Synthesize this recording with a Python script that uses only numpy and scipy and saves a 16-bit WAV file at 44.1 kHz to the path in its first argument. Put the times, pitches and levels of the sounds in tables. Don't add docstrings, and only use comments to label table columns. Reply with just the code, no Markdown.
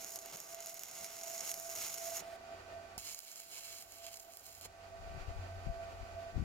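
import sys
import numpy as np
from scipy import signal
from scipy.fft import rfft, irfft, next_fast_len
from scipy.io import wavfile

SR = 44100
rng = np.random.default_rng(int(sys.argv[2]) if len(sys.argv) > 2 else 0)


def generate_wav(sig):
    pcm = np.round(np.clip(np.atleast_2d(sig).T, -1, 1) * 32767).astype(np.int16)
    wavfile.write(sys.argv[1], SR, pcm)


N = 284180
TIME = np.arange(N) / SR
SIZE = next_fast_len(N + SR // 4, real=True)
HZ = np.maximum(np.fft.rfftfreq(SIZE, 1 / SR), 1)
CUTOFF_HZ = 16000


# time_s, level_db
MOTOR_LEVEL = [(0.0, -83), (1.3, -94), (1.7, -79), (2.45, -71), (2.7, -63), (2.95, -62.5), (3.25, -90),
               (3.92, -73), (4.35, -81), (4.68, -64), (5.2, -59.5), (5.46, -46.5), (5.6, -51.5),
               (5.75, -62), (5.93, -53), (6.05, -56), (6.17, -51), (6.28, -58), (6.44, -74)]
MOTOR_HZ = 90.6

# time_s, buffeting_db, length_s, flutter_over_buffeting_db
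GUSTS = [(5.145, -56, 0.028, -5), (5.304, -52, 0.0091, -9), (5.374, -50, 0.02, -14),
         (5.675, -43, 0.0093, -7), (5.7, -41.5, 0.008, -7.5), (6.025, -52, 0.012, -12),
         (6.37, -42, 0.014, 3), (6.417, -41, 0.016, 1.5)]
# time_s, peak_db, half_length_s
BUMPS = [(5.147, -46, 0.0023), (5.18, -44, 0.0025), (5.216, -41.5, .007), (5.286, -35, 0.0033),
         (6.02, -45, .004), (6.371, -32, 0.0026), (6.399, -30.5, 0.0028)]
BREEZE_FROM_S, BREEZE_RISE_S, BREEZE_DROP_DB_PER_S = 4.85, 0.22, 4.5
BREEZE_DB, BREEZE_FLUTTER_DB = -58, -13.5

# time_s, level_db
WHINE_LEVEL = [(0.0, -59.5), (0.33, -59), (0.41, -70), (0.47, -60.5), (0.53, -52.5), (0.6, -59),
               (0.73, -54.5), (0.87, -69.5), (0.97, -60), (1.03, -52), (1.1, -61), (1.2, -54), (1.39, -51),
               (1.46, -58), (1.52, -53), (1.6, -55), (1.79, -49.5), (1.84, -60), (1.88, -62), (1.95, -56),
               (2.09, -47.5), (2.24, -53), (2.29, -47.5), (2.355, -48), (2.39, -63), (2.5, -48),
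               (2.62, -65), (2.76, -47), (2.9, -60), (3.1, -65.5), (3.19, -70.5), (3.5, -67), (3.8, -62.5),
               (3.87, -70.5), (4.02, -54), (4.12, -58), (4.18, -66), (4.3, -59), (4.37, -73), (4.45, -67),
               (4.71, -68), (4.78, -58.5), (4.87, -53), (4.9, -66), (4.93, -49.5), (5.0, -60), (5.09, -51),
               (5.24, -67), (5.33, -53), (5.41, -61), (5.52, -50.5), (5.62, -61), (5.7, -48), (5.87, -47),
               (5.95, -54.5), (6.03, -52), (6.09, -59.5), (6.2, -45), (6.29, -47), (6.37, -63), (6.43, -66)]
# time_s, level_db
RUSH_LEVEL = [(0.0, -65.5), (1.0, -69), (1.6, -64.5), (2.1, -66.5), (2.3, -62.5), (2.96, -62.5),
              (3.0, -69.5), (3.18, -75), (4.6, -70), (5.0, -62.5), (5.17, -60), (5.28, -61), (6.44, -62)]
# multiple_of_turning_rate (rounded when used), level_over_rush_db, balance_db
ROTOR_TONES = [(4, -10, 1.5), (8, -6, -6), (12, -9.5, -19), (13, -14.5, -16), (14, -24, 11),
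               (16.1, -8.5, -11.5), (18.8, -17, 1), (20, -16, 12), (21, -16, -18), (28, -31, -14)]
# pitch_hz, level_db_per_hz
RUSH_COLOUR = [(40, -9.5), (130, -10), (230, -8), (400, -5), (540, -4), (700, 4.5), (860, -3), (1080, -9.5),
               (1500, -5), (1680, -18), (1950, -13.5), (2230, -13), (2850, -12.5), (3300, -17),
               (4600, -18.5), (7200, -25), (9000, -33), (16000, -41)]
# pitch_hz, balance_db
RUSH_BALANCE = [(60, -1.5), (250, 0), (520, -6.5), (850, -1), (1200, -3), (1900, -4.5), (2500, -5),
                (3500, 1.5), (8000, -5), (14000, -32)]
# pitch_hz, likeness (0 to 1, no unit)
RUSH_LIKENESS = [(60, 1), (300, 1), (640, 0.36), (1400, 0.029), (3000, 0.059), (15000, 0.037)]
# pitch_hz, width_hz, lift_db
CASE_RESONANCES = [(1810, 125, 10), (2440, 250, 5.5), (4620, 310, 6), (7000, 560, 5)]
BLADES, BLADE_HZ = 7, 672.5

# time_s, level_db, length_s
PUFFS = [(0.346, -57, 0.013), (1.022, -59, 0.013), (1.428, -63, 0.013), (2.211, -55, 0.01),
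         (2.9797, -45, 0.0013), (3.103, -68.5, 0.024), (3.557, -66, 0.01), (4.657, -53, 0.0046)]
# pitch_hz, level_db_per_hz
PUFF_COLOUR = [(40, -17), (140, 2.5), (300, -6), (600, 1), (1500, -15), (4000, -48), (12000, -46)]

# time_s, hiss_db, jet_over_hiss_db
FIRST_ARC = [(0.0, -48.5, -9), (0.14, -48, -19), (0.18, -51, -16.5), (0.31, -52.5, -4.5), (0.35, -49.5, -7),
             (0.43, -54.5, -13), (0.54, -50, -11.5), (0.58, -57.5, -0.5), (0.65, -49.5, -13.5),
             (0.87, -52.5, -10.5), (0.96, -48, -9.5), (1.04, -46, -12.5), (1.08, -51.5, -7.5),
             (1.15, -50.5, -10.5), (1.36, -44.5, -12.5), (1.42, -46, -10), (1.44, -41.5, -11),
             (1.51, -40.5, -15.5), (1.53, -46.5, -26), (1.62, -47.5, -16.5), (1.82, -41, -10.5),
             (1.89, -42, -11.5), (1.96, -45.5, -12), (2.07, -43.5, -14), (2.12, -46, -13), (2.16, -40, -13),
             (2.19, -46, -8)]
SECOND_ARC = [(2.99, -49.5, -11.5), (3.04, -50.5, -9), (3.1, -44, -8), (3.135, -46.5, -13),
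              (3.155, -55, -12), (3.186, -51, -11.5), (3.2, -56, -16), (3.25, -57.5, -9), (3.275, -54, -8),
              (3.32, -54.5, -11), (3.345, -55.5, -9), (3.397, -51, -11), (3.415, -57.5, -8),
              (3.49, -57, -10.5), (3.56, -48, -7), (3.62, -51.5, -10), (3.69, -50.5, -7),
              (3.81, -53.5, -10), (3.86, -63, -10), (4.07, -53, -3.5), (4.21, -59, -18), (4.27, -69, -3),
              (4.33, -59.5, -12), (4.39, -58.5, -28), (4.42, -63.5, -9), (4.47, -56, -12),
              (4.6, -59.5, -11), (4.65, -49.5, -7.5)]
# pitch_hz, width_hz, peak_db
FIRST_RESONANCES = [(2150, 230, -10.5), (2820, 430, -13.0), (4060, 160, -12), (5590, 760, -4.5),
                    (6570, 580, -0.5), (6904, 310, 0.5), (7740, 280, -7), (8770, 780, -10.5),
                    (9950, 280, -9.5), (10430, 340, -14), (11770, 290, -6), (12540, 410, -4),
                    (13300, 810, -8), (14900, 1100, -8)]
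SECOND_RESONANCES = [(2237, 260, -7), (2700, 300, -7.0), (3100, 630, -7.5), (4180, 520, -3.5),
                     (4870, 310, -1.5), (5370, 360, -2), (6020, 660, -6.5), (7000, 1030, 1),
                     (7500, 430, -5.5), (8740, 330, -7), (9200, 240, -5.5), (10120, 1400, -8.5),
                     (12600, 1600, -8.5), (13440, 150, -13)]
# pitch_hz, level_db_per_hz
FIRST_HISS = [(100, -24.5), (500, -20.5), (1400, -16.5), (1750, -21.5), (3650, -17.5), (4600, -13),
              (8300, -15.0), (11400, -10.5), (14300, -15), (15700, -19), (16000, -25)]
SECOND_HISS = [(100, -28.5), (500, -18.5), (1400, -16.5), (1750, -18), (3550, -23.5), (4500, -16),
               (8200, -11.5), (10700, -19.5), (11200, -12), (14000, -11.5), (16000, -14.5)]
# pitch_hz, balance_db
ARC_BALANCE = [(200, -1), (1000, -4), (2100, -2), (2750, -8), (3600, -1), (5500, -4), (7000, -6),
               (8000, 6.5), (10000, -4), (15000, -5)]
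# time_s, strength_db, treble_over_body_db, crack_length_s, hiss_dip_before_db (above 0 means no dip)
BIG_POPS = [(0.0455, -20, -2, 0.00088, 1), (0.1048, -29, 4, 0.00059, -4), (0.1194, -27, 2, 0.0005, -3),
            (0.1373, -29, 0, 0.0005, -3), (0.1584, -21, 5, 0.0005, -3), (0.16, -22, 1, 0.0006, 0),
            (0.1634, -29, -4, 0.00094, 0), (0.1888, -19.5, -11, 0.00047, -12), (0.2595, -25, 4, 0.00076, 4),
            (0.2988, -29, 0, 0.0004, -3), (0.3262, -29, 0, 0.0006, -5), (0.3341, -27, -6, 0.00094, 0),
            (0.359, -25, 2, 0.00042, 2), (0.3705, -24, 1, 0.00051, -12), (0.4021, -21.5, 3, 0.00078, -2),
            (0.5294, -27, -9, 0.00102, 1), (0.5457, -23, 5, 0.00059, -5), (0.6049, -22.5, 0, 0.00051, 0),
            (0.6247, -26, -6, 0.00076, 2), (0.6603, -19, -2, 0.00059, -3), (0.6698, -23, -3, 0.00068, 1),
            (0.6956, -24, 3, 0.00076, 0), (0.743, -28.5, 9, 0.00034, -6), (0.7734, -28, 0, 0.0005, 0),
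            (0.7938, -23.5, 7, 0.00051, -6), (0.8349, -18.5, 4, 0.00072, -2), (0.8845, -30, 0, 0.0004, -2),
            (0.913, -24, -4, 0.00034, -1), (0.9531, -23, -8, 0.00051, 3.5),
            (1.0447, -16, -12, 0.00059, 0.5), (1.0639, -26, 0, 0.0004, 0), (1.1675, -21, -12, 0.00031, 0),
            (1.2122, -22, -11, 0.0011, -2), (1.2348, -21, -4, 0.0005, -9), (1.2385, -27, -2, 0.0005, 0),
            (1.2802, -25, 6, 0.00047, 1.5), (1.2997, -21, -4, 0.0005, -1), (1.3459, -24, -4, 0.0005, -2),
            (1.3791, -22, -4, 0.0005, -2), (1.4061, -19, -12, 0.00025, 0), (1.4078, -16, -14, 0.00068, -5),
            (1.4939, -16, -9, 0.00076, -1), (1.5159, -12, -3, 0.0003, 0), (1.5412, -17, 1, 0.00076, -3),
            (1.5884, -29, 0, 0.0004, -2), (1.5988, -25, 9, 0.00059, 0), (1.6928, -24, 0, 0.0005, -6),
            (1.6986, -26.0, 1, 0.00055, -7), (1.7184, -29, -2, 0.0005, -3), (1.7221, -27, -2, 0.0005, 0),
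            (1.7524, -26, 9, 0.00051, -5), (1.7731, -21, 0, 0.0003, -3), (1.8189, -23, -10, 0.0004, 0),
            (1.8616, -25, -5, 0.00092, 0), (1.8663, -23, -3, 0.0005, 0), (1.8965, -22, -5, 0.0005, -3),
            (1.9419, -18, 2, 0.00055, 3.5), (1.9764, -23, -2, 0.0005, -5), (1.9825, -22.5, -1, 0.0012, 3),
            (2.1694, -16, -8, 0.00033, 1), (2.9796, -19.5, 4, 0.0009, -5), (3.1466, -19.5, 2, 0.0007, -4),
            (3.1902, -24.5, 10, 0.0005, 0), (3.2029, -30, 7, 0.00068, -10), (3.2495, -32, 2, 0.00042, 0),
            (3.2814, -30, 0, 0.0005, -1), (3.316, -27, 0, 0.0005, 1), (3.3584, -24, -2, 0.00102, 0),
            (3.3974, -31, 2, 0.0005, 0), (3.4013, -22, 2.5, 0.0005, 0), (3.4627, -35, -2, 0.0005, -2),
            (3.6081, -31, -2, 0.0005, -3), (3.7852, -26, -2, 0.00102, 0), (3.8129, -33, 1, 0.0005, 0),
            (3.8241, -25, -1, 0.00068, 0), (3.9212, -27, 0, 0.00102, 0), (3.959, -33, -3, 0.0005, 3),
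            (3.9855, -31, -3, 0.0006, -1), (4.0658, -20, -6, 0.0008, -3), (4.1308, -29, 2, 0.00102, -1),
            (4.1419, -23, -6, 0.00102, 1), (4.158, -29, 0, 0.0007, -4), (4.1712, -27, 5, 0.00094, 2),
            (4.1892, -39, 0, 0.0005, -5), (4.1983, -28, 2, 0.00059, -6), (4.2022, -29.5, 4, 0.00059, 0),
            (4.2483, -36, 1, 0.0004, -4), (4.3218, -35, 0, 0.0004, 0), (4.3363, -31, 1, 0.0004, 0),
            (4.3712, -30, 11.5, 0.00069, -3), (4.3958, -34, 0, 0.0004, -1), (4.4656, -30, 6, 0.00037, 0),
            (4.5505, -33, 4, 0.00025, -3), (4.6116, -26.5, 1, 0.00042, -6), (4.6501, -28.0, -2, 0.00076, 3),
            (4.6568, -32, -1, 0.0011, 2.5)]
FIRST_BURN, SECOND_BURN = (-.1, 2.206), (2.9785, 4.659)
ARC_FADE_S = .006
# (left_lead_s, balance_shift_db)
FIRST_PLACE, SECOND_PLACE = (.000021, 0.87), (.0001, -1.9)
DROPS_PER_S, DROP_OVER_HISS_DB, DROP_SPREAD_DB, DROP_TREBLE_DB = 45, 13.5, 4, -3
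DROP_CRACK_S, DROP_SHORT_S, DROP_HUSH_DB = 0.00037, .004, -3.5

# pitch_hz, level_db
STILL_AIR_COLOUR = [(200, -15.0), (2000, -4.0), (4600, 2.0), (7000, 1.5), (9000, -6.5),
                    (12500, -5.5), (14000, -12), (16000, -8.5)]
RUMBLE_COLOUR = [(15, -17), (30, 0.0), (55, 8.0), (90, -4.5), (200, -10.5), (800, -59)]
BUFFET_COLOUR = [(12, -11), (30, 4), (65, 0.5), (110, -7.5), (250, -38), (800, -82)]
FLUTTER_COLOUR = [(60, -34), (125, 2.5), (165, -2.5), (210, -7.5), (300, -12.5), (1200, -63), (4000, -80)]
FIZZ_COLOUR = [(300, -2), (1200, 0), (2000, 3.0), (6500, -4), (9000, -6.0), (16000, -8)]


def from_db(db):
    return 10 ** (np.asarray(db) / 20)


def rms_one(x):
    return x / np.sqrt(np.mean(x ** 2) + 1e-20)


def in_time(rows):
    times, *columns = np.transpose(rows)
    return [np.interp(TIME, times, column) for column in columns]


def over_hz(points):
    hz, value = np.transpose(points)
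    return np.interp(np.log(HZ), np.log(hz), value)


def pan(balance_db):
    gains = from_db(np.array([[.5], [-.5]]) * balance_db)
    return gains / gains.mean(axis=0)


def filtered(x, response):
    return irfft(rfft(x, SIZE) * response, SIZE)[..., :N]


def causal(gain):
    cepstrum = irfft(np.log(rms_one(gain) + 1e-6), SIZE)
    cepstrum[1:SIZE // 2] *= 2
    cepstrum[SIZE // 2 + 1:] = 0
    return np.exp(rfft(cepstrum))


def drift(rate):
    return rms_one(filtered(rng.standard_normal(SIZE), 1 / (1 + (HZ / rate) ** 4)))


def stereo_noise(gain, likeness):
    mid, side = rng.standard_normal((2, SIZE))
    likeness = np.clip(likeness, -.99, .99)
    mid = filtered(mid, gain * np.sqrt(1 + likeness))
    side = filtered(side, gain * np.sqrt(1 - likeness))
    return np.array([mid + side, mid - side]) / np.std(mid)


def still_air(level_db=-72):
    return from_db(level_db) * stereo_noise(from_db(over_hz(STILL_AIR_COLOUR)), 0.094)


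def drone(tone_db=-2.5, rumble_db=-1, rumble_top_db=-68, wander_hz=0.7, waver_db=2.5):
    level_db, = in_time(MOTOR_LEVEL)
    pitch_hz = MOTOR_HZ + wander_hz * drift(4.7)
    wave = np.sqrt(2) * np.sin(2 * np.pi * np.cumsum(pitch_hz) / SR)
    tone = wave * from_db(level_db + tone_db + waver_db * drift(8.5))
    rumble = stereo_noise(from_db(over_hz(RUMBLE_COLOUR)), 0.7)
    return tone + rumble * from_db(np.minimum(level_db + rumble_db, rumble_top_db))


def wind(buffet_db=0.0, flutter_db=-2.0, balance_db=16, lumpy_db=3):
    since = TIME - BREEZE_FROM_S
    breeze_db = BREEZE_DB - BREEZE_DROP_DB_PER_S * since + lumpy_db * drift(8.2)
    deep = from_db(breeze_db) * np.clip(since / BREEZE_RISE_S, 0, 1)
    upper = deep * from_db(BREEZE_FLUTTER_DB)
    for s, db, length, upper_db in GUSTS:
        gust = from_db(db) * np.exp(-.5 * ((TIME - s) / length) ** 2)
        deep = deep + gust
        upper = upper + gust * from_db(upper_db)
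    bumps = 0
    for s, db, length in BUMPS:
        passing = ((TIME - s) / length) ** 2
        bumps = bumps + from_db(db) * (1 - passing) * np.exp(-.5 * passing)
    buffet = stereo_noise(from_db(over_hz(BUFFET_COLOUR)), 0.08) * deep
    flutter = stereo_noise(from_db(over_hz(FLUTTER_COLOUR)), 0.078) * upper
    return (buffet * from_db(buffet_db) + flutter * from_db(flutter_db) + bumps) * pan(balance_db)


def fan(whine_db=-1, rush_db=5, tones_db=1, waver_db=1.85, jitter=.0015, whine_balance_db=-5.5,
        tone_lag_s=0.00017, air_lag_s=0.000316, scatter=0.25, scatter_hz=22, skirt=0.1, skirt_hz=70):
    (whine,), (rush,) = in_time(WHINE_LEVEL), in_time(RUSH_LEVEL)
    turns_per_s = BLADE_HZ / BLADES * (1 + jitter * drift(23.0))
    right = np.array([[0], [1]])
    turn = 2 * np.pi * (np.cumsum(turns_per_s) / SR - turns_per_s * tone_lag_s * right)

    eddies = 1 + scatter * (drift(scatter_hz) + 1j * drift(scatter_hz))
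    eddies = eddies + skirt * (drift(skirt_hz) + 1j * drift(skirt_hz))
    blade_tone = np.imag(eddies * np.exp(1j * BLADES * turn))
    tones = from_db(whine + whine_db + 1.5 * drift(42)) * pan(whine_balance_db) * blade_tone
    for order, db, balance_db in ROTOR_TONES:
        phase = round(order) * turn + rng.uniform(0, 2 * np.pi)
        level = from_db(rush + tones_db + db + waver_db * drift(9.3))
        tones += level * pan(balance_db) * np.sin(phase)

    case_db = sum(db / (1 + (2 * (HZ - hz) / width) ** 2) for hz, width, db in CASE_RESONANCES)
    air = stereo_noise(from_db(over_hz(RUSH_COLOUR) + case_db), over_hz(RUSH_LIKENESS))
    delay = np.exp(-2j * np.pi * HZ * air_lag_s * right)
    air = filtered(air, pan(over_hz(RUSH_BALANCE)) * delay)
    return np.sqrt(2) * tones + air * from_db(rush + rush_db + 1.4 * drift(14.0))


def burning(struck, broken, fade_s):
    return (TIME >= struck) * np.exp(-np.maximum(TIME - broken, 0) / fade_s)


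def puffs():
    swell = sum(from_db(db) * np.exp(-.5 * ((TIME - s) / length) ** 2) for s, db, length in PUFFS)
    return swell * rms_one(filtered(rng.standard_normal(N), from_db(over_hz(PUFF_COLOUR))))


def bead_fizz(start=2.0, end=2.362, level_db=-61):
    fizz = rms_one(filtered(rng.standard_normal(N), from_db(over_hz(FIZZ_COLOUR))))
    return from_db(level_db) * burning(start, end, fade_s=0.0038) * fizz


def sizzle(per_s=1100, spread_db=2.0, share=0.29, flutter_db=0.38, flutter_hz=220, likeness=0.38,
           spit_per_s=110, spit_db=17):
    sizes = from_db(spread_db * np.minimum(rng.exponential(1, N), 3.5)) * rng.choice([-1, 1], N)
    grains = rms_one(sizes * (rng.random(N) < per_s / SR))
    spits = from_db(spit_db) * rng.uniform(0.74, 0.9, N) * (rng.random(N) < spit_per_s / SR)
    shared, separate = rng.standard_normal(N), rng.standard_normal((2, N))
    hiss = np.sqrt(likeness) * shared + np.sqrt(1 - likeness) * separate
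    mix = np.sqrt(share) * grains + np.sqrt(1 - share) * hiss + spits
    return rms_one(mix * from_db(flutter_db * drift(flutter_hz)))


def pops(curve, burn, short_s=0.01, rise_s=.00005, tail_s=0.0045, tail_db=-18, level_db=-0.3,
         treble_hz=10500, treble_spread_db=2.0, snap_share=.36):
    cracks, hush = np.zeros(N), np.ones(N)
    age = np.arange(SR // 50) / SR
    chance = rng.random(N)
    size, tone, spray = rng.standard_normal((3, N))
    small_db = in_time(curve)[0] + DROP_OVER_HISS_DB + DROP_SPREAD_DB * np.minimum(size, 1)
    small = [(i / SR, small_db[i], DROP_TREBLE_DB + treble_spread_db * tone[i], DROP_CRACK_S, DROP_HUSH_DB)
             for i in np.flatnonzero(chance < DROPS_PER_S / SR)]
    low, high = (signal.butter(3, treble_hz, kind, fs=SR) for kind in ("low", "high"))
    low_share = 2 * treble_hz / SR
    snap = rms_one(signal.unit_impulse(len(age)))
    for drops, hush_s in (small, DROP_SHORT_S), (BIG_POPS, short_s):
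        for s, db, treble_db, crack_s, hush_db in drops:
            if not burn[0] - hush_s <= s <= burn[1]:
                continue
            at = round(s * SR)
            fade = np.exp(-age / crack_s) + from_db(tail_db) * np.exp(-age / tail_s)
            burst = spray[at:at + len(age)] * (1 - np.exp(-age / rise_s)) * fade
            burst = np.sqrt(snap_share) * snap + np.sqrt(1 - snap_share) * rms_one(burst)
            body = rms_one(signal.lfilter(*low, burst))
            treble = rms_one(signal.lfilter(*high, burst))
            burst = np.sqrt(low_share) * body + np.sqrt(1 - low_share) * from_db(treble_db) * treble
            cracks[at:at + len(age)] += from_db(db + level_db) * burst / np.sqrt(len(age))
            hush[max(at - int(hush_s * SR), 0):at] = from_db(min(hush_db, 0))
    return cracks, hush


def weld(curve, burn, hiss, resonances, level_db, roar_db, unrest_db, top_db, thinning,
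         unrest_hz=22, top_hz=13500):
    hiss_db, jet_db = in_time(curve)
    cracks, hush = pops(curve, burn)
    power = from_db(over_hz(hiss)) ** 2
    for hz, width, db in resonances:
        power = power + from_db(db) ** 2 / (1 + (2 * (HZ - hz) / width) ** 2) ** 2
    unrest = unrest_db * drift(unrest_hz)
    source = sizzle() * from_db(hiss_db + level_db + unrest) * hush
    jet = filtered(source, 1 / (1 + (HZ / 4000) ** 6))
    top = filtered(source, 1 / (1 + (top_hz / HZ) ** 10))
    top_gain_db = top_db + thinning * (hiss_db.max() - hiss_db)
    source = source + jet * (from_db(jet_db + roar_db) - 1) + top * (from_db(top_gain_db) - 1)
    arc = (source + cracks) * burning(*burn, fade_s=ARC_FADE_S)
    return filtered(arc, causal(np.sqrt(power)))


def workshop(x, place, room_db=-14, room_t60=0.054):
    lead_s, shift_db = place
    age = TIME[:SR // 4]
    echoes = rng.standard_normal((2, len(age))) * from_db(-60 * age / room_t60)
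    echoes *= from_db(room_db) / np.linalg.norm(echoes, axis=1, keepdims=True)
    direct = np.exp(2j * np.pi * HZ * lead_s * np.array([[.5], [-.5]]))
    return filtered(x, (direct + rfft(echoes, SIZE)) * pan(over_hz(ARC_BALANCE) + shift_db))


def scene():
    first = weld(FIRST_ARC, FIRST_BURN, FIRST_HISS, FIRST_RESONANCES,
                 level_db=-0.64, roar_db=15, unrest_db=1.08, top_db=-4.0, thinning=.03)
    second = weld(SECOND_ARC, SECOND_BURN, SECOND_HISS, SECOND_RESONANCES,
                  level_db=0.0, roar_db=13.0, unrest_db=1.3, top_db=-0.5, thinning=0.53, top_hz=12300)
    bench = workshop(first + bead_fizz() + puffs(), FIRST_PLACE) + workshop(second, SECOND_PLACE)
    return still_air() + drone() + wind() + fan() + bench


def record(dry):
    return signal.sosfilt(signal.ellip(12, .1, 80, CUTOFF_HZ, fs=SR, output="sos"), dry)


dry = scene()
out = record(dry)
generate_wav(out)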